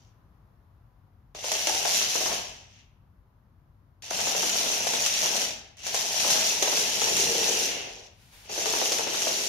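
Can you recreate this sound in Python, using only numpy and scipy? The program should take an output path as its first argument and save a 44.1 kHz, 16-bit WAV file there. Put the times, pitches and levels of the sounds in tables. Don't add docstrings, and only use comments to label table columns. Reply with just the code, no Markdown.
import sys
import numpy as np
from scipy import signal
from scipy.fft import rfft, irfft, next_fast_len
from scipy.io import wavfile
from scipy.ndimage import map_coordinates

SR = 44100
rng = np.random.default_rng(int(sys.argv[2]) if len(sys.argv) > 2 else 0)


def store_pcm(level_fs):
    pcm = np.round(np.clip(level_fs, -1, 1) * 32767).astype(np.int16)
    wavfile.write(sys.argv[1], SR, np.atleast_2d(pcm).T)


N = 418068

# (power on [s], wheels roll [s], power off [s], standstill [s],
# creep relative to full drive [dB], full drive [dB], coasting loss [dB/s])
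CAR_RUNS = [(-1, -.9, -.47, .08, -13, 0, 90), (1.345, 1.42, 2.325, 2.8, -12, -.6, 90),
            (4.02, 4.098, 5.43, 5.72, -12.5, .8, 118), (5.77, 5.83, 7.645, 8.07, -18, 2.3, 70),
            (8.44, 8.485, 9.5, 10, -22, .1, 90)]
# (start [s], duration [s], gain of gears and loose parts [dB], motor gain [dB])
SWELLS = [(-.15, .35, 9, -3), (1.86, .2, 5.5, 2), (2.68, .28, 10, 11), (4.3, .07, -3.5, -1),
          (4.38, .13, 1.5, 0), (4.78, .1, -3, 1.5), (5.13, .15, 1, 3.5), (5.55, .22, -2, -4.5),
          (5.88, .07, -5, -3), (5.96, .24, -4.5, -3), (6.22, .16, 2.5, 1), (6.43, .1, 2.5, 0),
          (6.54, .09, -3, -2), (7.0, .07, 1, 3.5), (7.155, .115, 4.5, 1), (7.64, .32, -4, 6.5),
          (7.95, .16, 3, 2), (8.43, .08, 0, 3), (8.99, .15, -6, -1)]
# (time [s], relative levels of patter [dB], drumming [dB], boom [dB])
FLOOR_RESPONSE = [
    [(1.4, -41, -51, -61), (1.95, -37.5, -47.5, -51), (2.1, -42.5, -52, -53), (2.3, -35.5, -52, -50),
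     (2.5, -42, -54, -54)],
    [(4.04, -45, -56, -58), (4.15, -38.5, -50, -48), (4.45, -40, -48, -50), (5.0, -38, -50, -51),
     (5.18, -45, -53, -53), (5.35, -35, -44, -49), (5.65, -45, -55, -53)],
    [(6.05, -43, -53, -55), (6.33, -35.5, -50, -48), (6.5, -42, -48, -55), (6.95, -41, -45.5, -51),
     (7.2, -38, -36.5, -46), (7.45, -36, -35.5, -47), (7.65, -41, -38, -48), (7.9, -35.5, -38.5, -50)],
    [(8.55, -40, -43, -55), (8.75, -37.5, -40.5, -52), (9.0, -43, -40.5, -53), (9.2, -38, -41, -54),
     (9.48, -43, -42, -54)],
]
# (start [s], level [dB], knocks [count], interval [s], change per knock [dB])
KNOCK_TRAINS = [(1.348, -58, 1, 0, 0), (1.442, -50.5, 2, .074, 4.5), (1.671, -46.5, 2, .024, 1),
                (1.851, -42, 1, 0, 0), (2.014, -48.5, 1, 0, 0), (2.153, -45, 2, .054, -4),
                (2.26, -45.5, 2, .055, .5), (4.109, -48, 5, .08, .5), (4.555, -52, 3, .053, 1.5),
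                (4.867, -46.5, 2, .069, -1.5), (5.229, -48, 2, .024, 0), (5.864, -53, 2, .08, 6),
                (6.246, -44.5, 3, .054, -1), (6.623, -43, 4, .051, -2.5), (7.018, -45, 2, .053, -3),
                (8.496, -56, 1, 0, 0), (8.578, -47.5, 4, .079, 1.3), (8.917, -47.5, 4, .076, -.3),
                (9.269, -45, 1, 0, 0)]
# (time [s], level [dB])
PLASTIC_CLACKS = [(1.3488, -63), (1.4424, -51), (1.517, -41.5), (1.6708, -39), (1.7475, -48), (4.0228, -61),
                  (4.1066, -48.5), (4.203, -45), (4.4937, -42.5), (4.8717, -44), (4.9358, -44),
                  (5.0618, -37.5), (5.3645, -43), (5.4172, -45), (5.7693, -70), (5.8671, -48),
                  (5.945, -44.5), (6.2016, -44), (6.3036, -40), (6.4113, -44), (6.6252, -37.5),
                  (6.7713, -43), (7.1663, -38.5), (8.6573, -45.5), (8.9203, -41.5), (8.985, -46),
                  (9.22, -44)]
# (time [s], hiss level [dB], rumble level [dB])
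HOUSE_LEVELS = [
    [(0, -67.5, -57), (1.3, -70.5, -58.5), (9.48, -73, -60)],
]
# (time [s], level [dB])
SLIPPER_LEVELS = [
    [(8.0, -85), (8.14, -71), (8.22, -59.5), (8.31, -60), (8.335, -52.5), (8.46, -52.5), (8.52, -77)],
]

# (frequency [Hz], relative level [dB])
GEARBOX_SPECTRUM = [(300, -44), (1200, -21.5), (2000, -13), (2900, -10), (4000, -7), (5350, -3.5),
                    (5800, 4), (6200, -2.5), (6700, -2.5), (7400, -6.5), (9500, -11.5), (11000, -16),
                    (12000, -14.5), (14000, -17.5), (15500, -42)]
MOTOR_SPECTRUM = [(150, -41.5), (700, -30), (1250, -15), (2000, -5.5), (2400, -3.5), (2750, 1),
                  (3100, -1.5), (3700, -7), (5000, -12.5), (5900, -4), (7000, -12.5), (9000, -29.5),
                  (15000, -45)]
PLASTIC_SPECTRUM = [(300, -40), (1200, -10.5), (2500, -3.5), (4000, -4), (5200, -4), (6200, 3),
                    (7400, -2.5), (10000, -11.5), (14000, -17), (15500, -33.5)]
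BOARD_SPECTRUM = [(60, -41), (180, -21.5), (300, -20), (420, -9.5), (640, 1.5), (880, -1), (1200, -14),
                  (1800, -14), (4000, -32.5), (12000, -52)]
CAVITY_SPECTRUM = [(100, -41), (250, -16), (330, -8.5), (420, 0.5), (540, -6), (900, -37), (3000, -60.5)]
BOOM_SPECTRUM = [(50, -22.5), (120, -7.5), (195, 1), (270, -1.5), (400, -16.5), (1500, -54.5)]
RUMBLE_SPECTRUM = [(15, -36.5), (28, -18.5), (45, 0), (62, -3.5), (80, -3), (100, 0), (130, -6),
                   (180, -12.5), (260, -19.5), (500, -35), (2000, -79.5)]
HISS_SPECTRUM = [(40, -16.5), (250, 0.5), (420, -2.5), (700, -0.5), (920, -0.5), (1000, 2), (1100, -1),
                 (1400, -4.5), (2500, -16.5), (6000, -23.5), (8500, -30.5), (11500, -22), (14500, -22.5),
                 (15500, -33)]
ROLLER_SPECTRUM = [(60, -38.5), (200, -21), (400, -6), (650, 1), (900, -2.5), (1250, -10), (1800, -13),
                   (4000, -17), (12000, -49)]
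SOLE_SPECTRUM = [(200, -6), (500, -6), (800, 2), (1100, -4), (2500, 1.5), (5500, -2), (8500, -4),
                 (13000, -9.5), (15500, -13.5)]

# (frequency [Hz], time to decay by 60 dB [s])
ROOM_T60 = [(100, 0.82), (500, 0.66), (2500, .62), (6000, 0.4), (9000, .34), (14000, .22)]
# (frequency [Hz], coherence [ratio])
COHERENCE = [(100, 0.94), (290, 1), (640, 0.18), (1400, 0.13), (15000, 0.076)]
# (frequency [Hz], left minus right [dB])
PORT_BALANCE = [(100, 4.5), (200, 5.5), (380, 0), (700, 6.5), (1300, 1), (2400, 1.5), (15000, 1)]

TOP_HZ = 15700
TIME = np.arange(N) / SR


def amp(db):
    return 10 ** (np.asarray(db) / 20)


def unit_rms(x):
    return x / np.sqrt(np.mean(x ** 2) + 1e-20)


def decay(t, t60):
    return np.exp(-np.log(1000) * t / t60)


def at_frequency(points, hz):
    knots_hz, values = np.transpose(points)
    return np.interp(np.log(hz + 1), np.log(knots_hz + 1), values)


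def envelope(tables, column):
    return sum(amp(np.interp(TIME, rows[:, 0], rows[:, column], -np.inf, -np.inf))
               for rows in map(np.array, tables))


def wobble(knots_per_s):
    return map_coordinates(rng.standard_normal(4096), [TIME * knots_per_s], mode="wrap")


def coloured(x, spectrum):
    size = 2 * next_fast_len(N // 2 + SR // 4)
    gain = amp(at_frequency(spectrum, np.fft.rfftfreq(size, 1 / SR)))
    cepstrum = irfft(np.log(gain))
    cepstrum[1:size // 2] *= 2
    cepstrum[size // 2 + 1:] = 0
    return irfft(rfft(x, size) * np.exp(rfft(cepstrum)), size)[..., :N]


def diffuse(size):
    coherence = at_frequency(COHERENCE, np.fft.rfftfreq(size, 1 / SR))
    angle = np.arccos(np.clip(coherence, -1, 1)) / 2
    white = rfft(rng.standard_normal((2, size)))
    mid, side = irfft(white * [np.cos(angle), np.sin(angle)], size)
    return np.array([mid + side, mid - side])


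def impacts(rate_hz, jitter, spread_db):
    at = np.flatnonzero(np.diff(np.floor(np.cumsum(rate_hz) / SR)))
    late, size = rng.standard_normal((len(at), 2)).T
    at = np.clip(at + jitter * late * SR / rate_hz[at], 0, N - 1).astype(int)
    return np.bincount(at, amp(spread_db * np.clip(size, -2, 2)), N)


def scattered(impulses, t60, grind_db):
    power = signal.lfilter([1], [1, -decay(1 / SR, t60) ** 2], impulses ** 2)
    return unit_rms(np.sqrt(power / power.mean() + amp(grind_db) ** 2) * diffuse(N))


def car_drive(switch_s=.015, spin_up_s=.068, halt_s=.04):
    since = lambda s: np.maximum(TIME - s, 0)
    drive = np.zeros(N)
    for on, roll, off, rest, creep_db, full_db, loss_db_per_s in CAR_RUNS:
        switched = 1 - np.exp(-since(on) / switch_s)
        spun_up = 1 - (1 - amp(creep_db)) * np.exp(-since(roll) / spin_up_s)
        hold_and_coast = amp(full_db - loss_db_per_s * since(off))
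        drive += switched * spun_up * hold_and_coast * np.exp(-since(rest) / halt_s)
    return drive


def swell_gain(column, judder_db=.6):
    arches_db = sum(row[column] * np.sin(np.pi * np.clip((TIME - row[0]) / row[1], 0, 1))
                    for row in SWELLS)
    return amp(arches_db + judder_db * wobble(22))


def jolt_gain(drops, surge_db=1.1, peak_s=.016):
    impulses = np.bincount([round(s * SR) for s, db in drops], minlength=N)[:N]
    age = np.arange(SR // 4) / SR / peak_s
    return amp(surge_db * signal.fftconvolve(impulses, age * np.exp(1 - age))[:N])


def gear_chatter(drive, tooth_hz=190, flutter_db=.8, dull_hz=7200):
    speed = np.clip(drive / drive.max(), .01, 1) ** .2
    teeth = sum(impacts(tooth_hz * speed * amp(1.2 * wobble(7)), jitter=.2, spread_db=3)
                * amp(2.04 * wobble(25)) for gearbox in range(4))
    bright = coloured(scattered(teeth / np.sqrt(speed), t60=.006, grind_db=-1), GEARBOX_SPECTRUM)
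    dull = signal.sosfiltfilt(signal.butter(3, dull_hz, fs=SR, output="sos"), bright)
    hardness = np.minimum(1.2 * speed, 1) ** 2
    chatter = dull + hardness * (bright - dull)
    return drive * unit_rms(chatter * amp(flutter_db * wobble(60)))


def motor_whirr(gain, shaft_hz=130):
    ticks = sum(impacts(shaft_hz * amp(wobble(4)), jitter=.1, spread_db=1.5) for motor in range(4))
    return gain * unit_rms(coloured(scattered(ticks, t60=.0075, grind_db=0), MOTOR_SPECTRUM))


def loose_parts(drive, per_second=380, pitch_hz=4600, log_spread=.36, ring_t60=.028, spread_db=3):
    t = np.arange(SR // 40) / SR
    when, pitch, size, life, left, right = rng.random((round(per_second * N / SR), 6)).T[:, :, None]
    centred = lambda uniform: np.sqrt(3) * (2 * uniform - 1)
    hz = np.minimum(pitch_hz * np.exp(log_spread * centred(pitch)), TOP_HZ)
    fade = amp(spread_db * centred(size)) * decay(t, ring_t60 * (.5 + life))
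    at = ((when * N).astype(int) + np.arange(len(t))).ravel()
    rings = (fade * np.sin(2 * np.pi * (hz * t + phase)) for phase in (left, right))
    ticks = np.array([np.bincount(at, ring.ravel(), N)[:N] for ring in rings])
    return drive * unit_rms(coloured(ticks, PLASTIC_SPECTRUM))


def rolling(gain, spectrum, bump_hz, spread_db, grind_db):
    bumps = sum(impacts(bump_hz * amp(2 * wobble(4)), jitter=.3, spread_db=spread_db)
                for wheel in range(4))
    return gain * unit_rms(coloured(scattered(bumps, t60=.025, grind_db=grind_db), spectrum))


def reverberation(x, build_up_s=.0066):
    size, hop = 2 ** 15, 2 ** 13
    onset = 1 - np.exp(-np.arange(size) / SR / build_up_s)
    window = np.sqrt(signal.get_window("hann", 2 * hop))
    x = np.pad(x, [(0, 0), (hop, 2 * hop)])
    out = np.zeros((2, N + 2 * size))
    for start in range(0, N + hop, hop):
        hz, age, bands = signal.stft(diffuse(size), SR, nperseg=256)
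        bands *= decay(age, at_frequency(ROOM_T60, hz)[:, None])
        tail = signal.istft(bands, SR, nperseg=256)[1][:, :size]
        tail = unit_rms(tail * onset) / np.sqrt(size)
        heard = signal.fftconvolve(x[:, start:start + 2 * hop] * window, tail, axes=1)
        out[:, start:start + heard.shape[1]] += heard
    return out[:, hop:hop + N]


def house_noise(swell_db=.4):
    rumble = unit_rms(coloured(diffuse(N), RUMBLE_SPECTRUM) * amp(swell_db * wobble(6)))
    hiss = unit_rms(coloured(diffuse(N), HISS_SPECTRUM))
    return envelope(HOUSE_LEVELS, column=2) * rumble + envelope(HOUSE_LEVELS, column=1) * hiss


def blows(events, spectrum, crack_t60, rattle_t60, rattle_db):
    t = np.arange(SR // 3) / SR
    body = coloured(signal.unit_impulse(N), spectrum)[None, :len(t) // 8]
    burst = lambda t60: unit_rms(signal.fftconvolve(diffuse(len(t)) * decay(t, t60), body)[:, :len(t)])
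    out = np.zeros((2, N + SR))
    for s, db in events:
        at = round(s * SR)
        out[:, at:at + len(t)] += amp(db) * (burst(crack_t60) + amp(rattle_db) * burst(rattle_t60))
    return out[:, :N]


def slipper_slide():
    return envelope(SLIPPER_LEVELS, column=1) * unit_rms(coloured(diffuse(N), SOLE_SPECTRUM))


def scene():
    drops = [(s + k * gap, db + k * step_db)
             for s, db, count, gap, step_db in KNOCK_TRAINS for k in range(round(count))]
    floor = np.vstack(FLOOR_RESPONSE)
    board_gain, cavity_gain, boom_gain = (amp(np.interp(TIME, floor[:, 0], db)) for db in floor.T[1:])
    drive = car_drive()
    gear_drive = drive * swell_gain(column=2) * jolt_gain(drops)
    spinning, turning = drive ** .78, drive ** .8
    gears = amp(-30.5) * gear_chatter(gear_drive)
    motors = amp(-37.7) * motor_whirr(spinning * swell_gain(column=3))
    ticks = amp(-35.7) * loose_parts(gear_drive)
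    patter = rolling(turning * board_gain, BOARD_SPECTRUM, bump_hz=30, spread_db=2.5, grind_db=-3)
    drumming = rolling(turning * cavity_gain, CAVITY_SPECTRUM, bump_hz=20, spread_db=2.5, grind_db=-.5)
    boom = rolling(turning * boom_gain, BOOM_SPECTRUM, bump_hz=20, spread_db=1, grind_db=0)
    running = gears + motors + ticks + amp(-3) * patter + amp(-3.6) * drumming + amp(-3.2) * boom
    knocks = blows(drops, ROLLER_SPECTRUM, crack_t60=.05, rattle_t60=.135, rattle_db=-5.5)
    thuds = blows(drops, CAVITY_SPECTRUM, crack_t60=.07, rattle_t60=.13, rattle_db=-6)
    thuds *= amp(-4) * cavity_gain / board_gain
    clacks = blows(PLASTIC_CLACKS, PLASTIC_SPECTRUM, crack_t60=.036, rattle_t60=.11, rattle_db=-4)
    hits = knocks + thuds + clacks
    slipper = slipper_slide()
    reflections = reverberation(amp(-7.5) * running + amp(-4) * hits)
    return running + hits + reflections + house_noise() + slipper


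def record(dry, notch_hz=8050, half_width_hz=300, notch_db=-12):
    hz = np.fft.rfftfreq(2 * N, 1 / SR)
    balance_db = np.outer([1, -1], at_frequency(PORT_BALANCE, hz)) / 2
    dip_db = notch_db / (1 + ((hz - notch_hz) / half_width_hz) ** 2)
    return irfft(rfft(dry, 2 * N) * amp(balance_db + dip_db) * (hz < TOP_HZ))[:, :N]


dry = scene()
out = record(dry)
store_pcm(out)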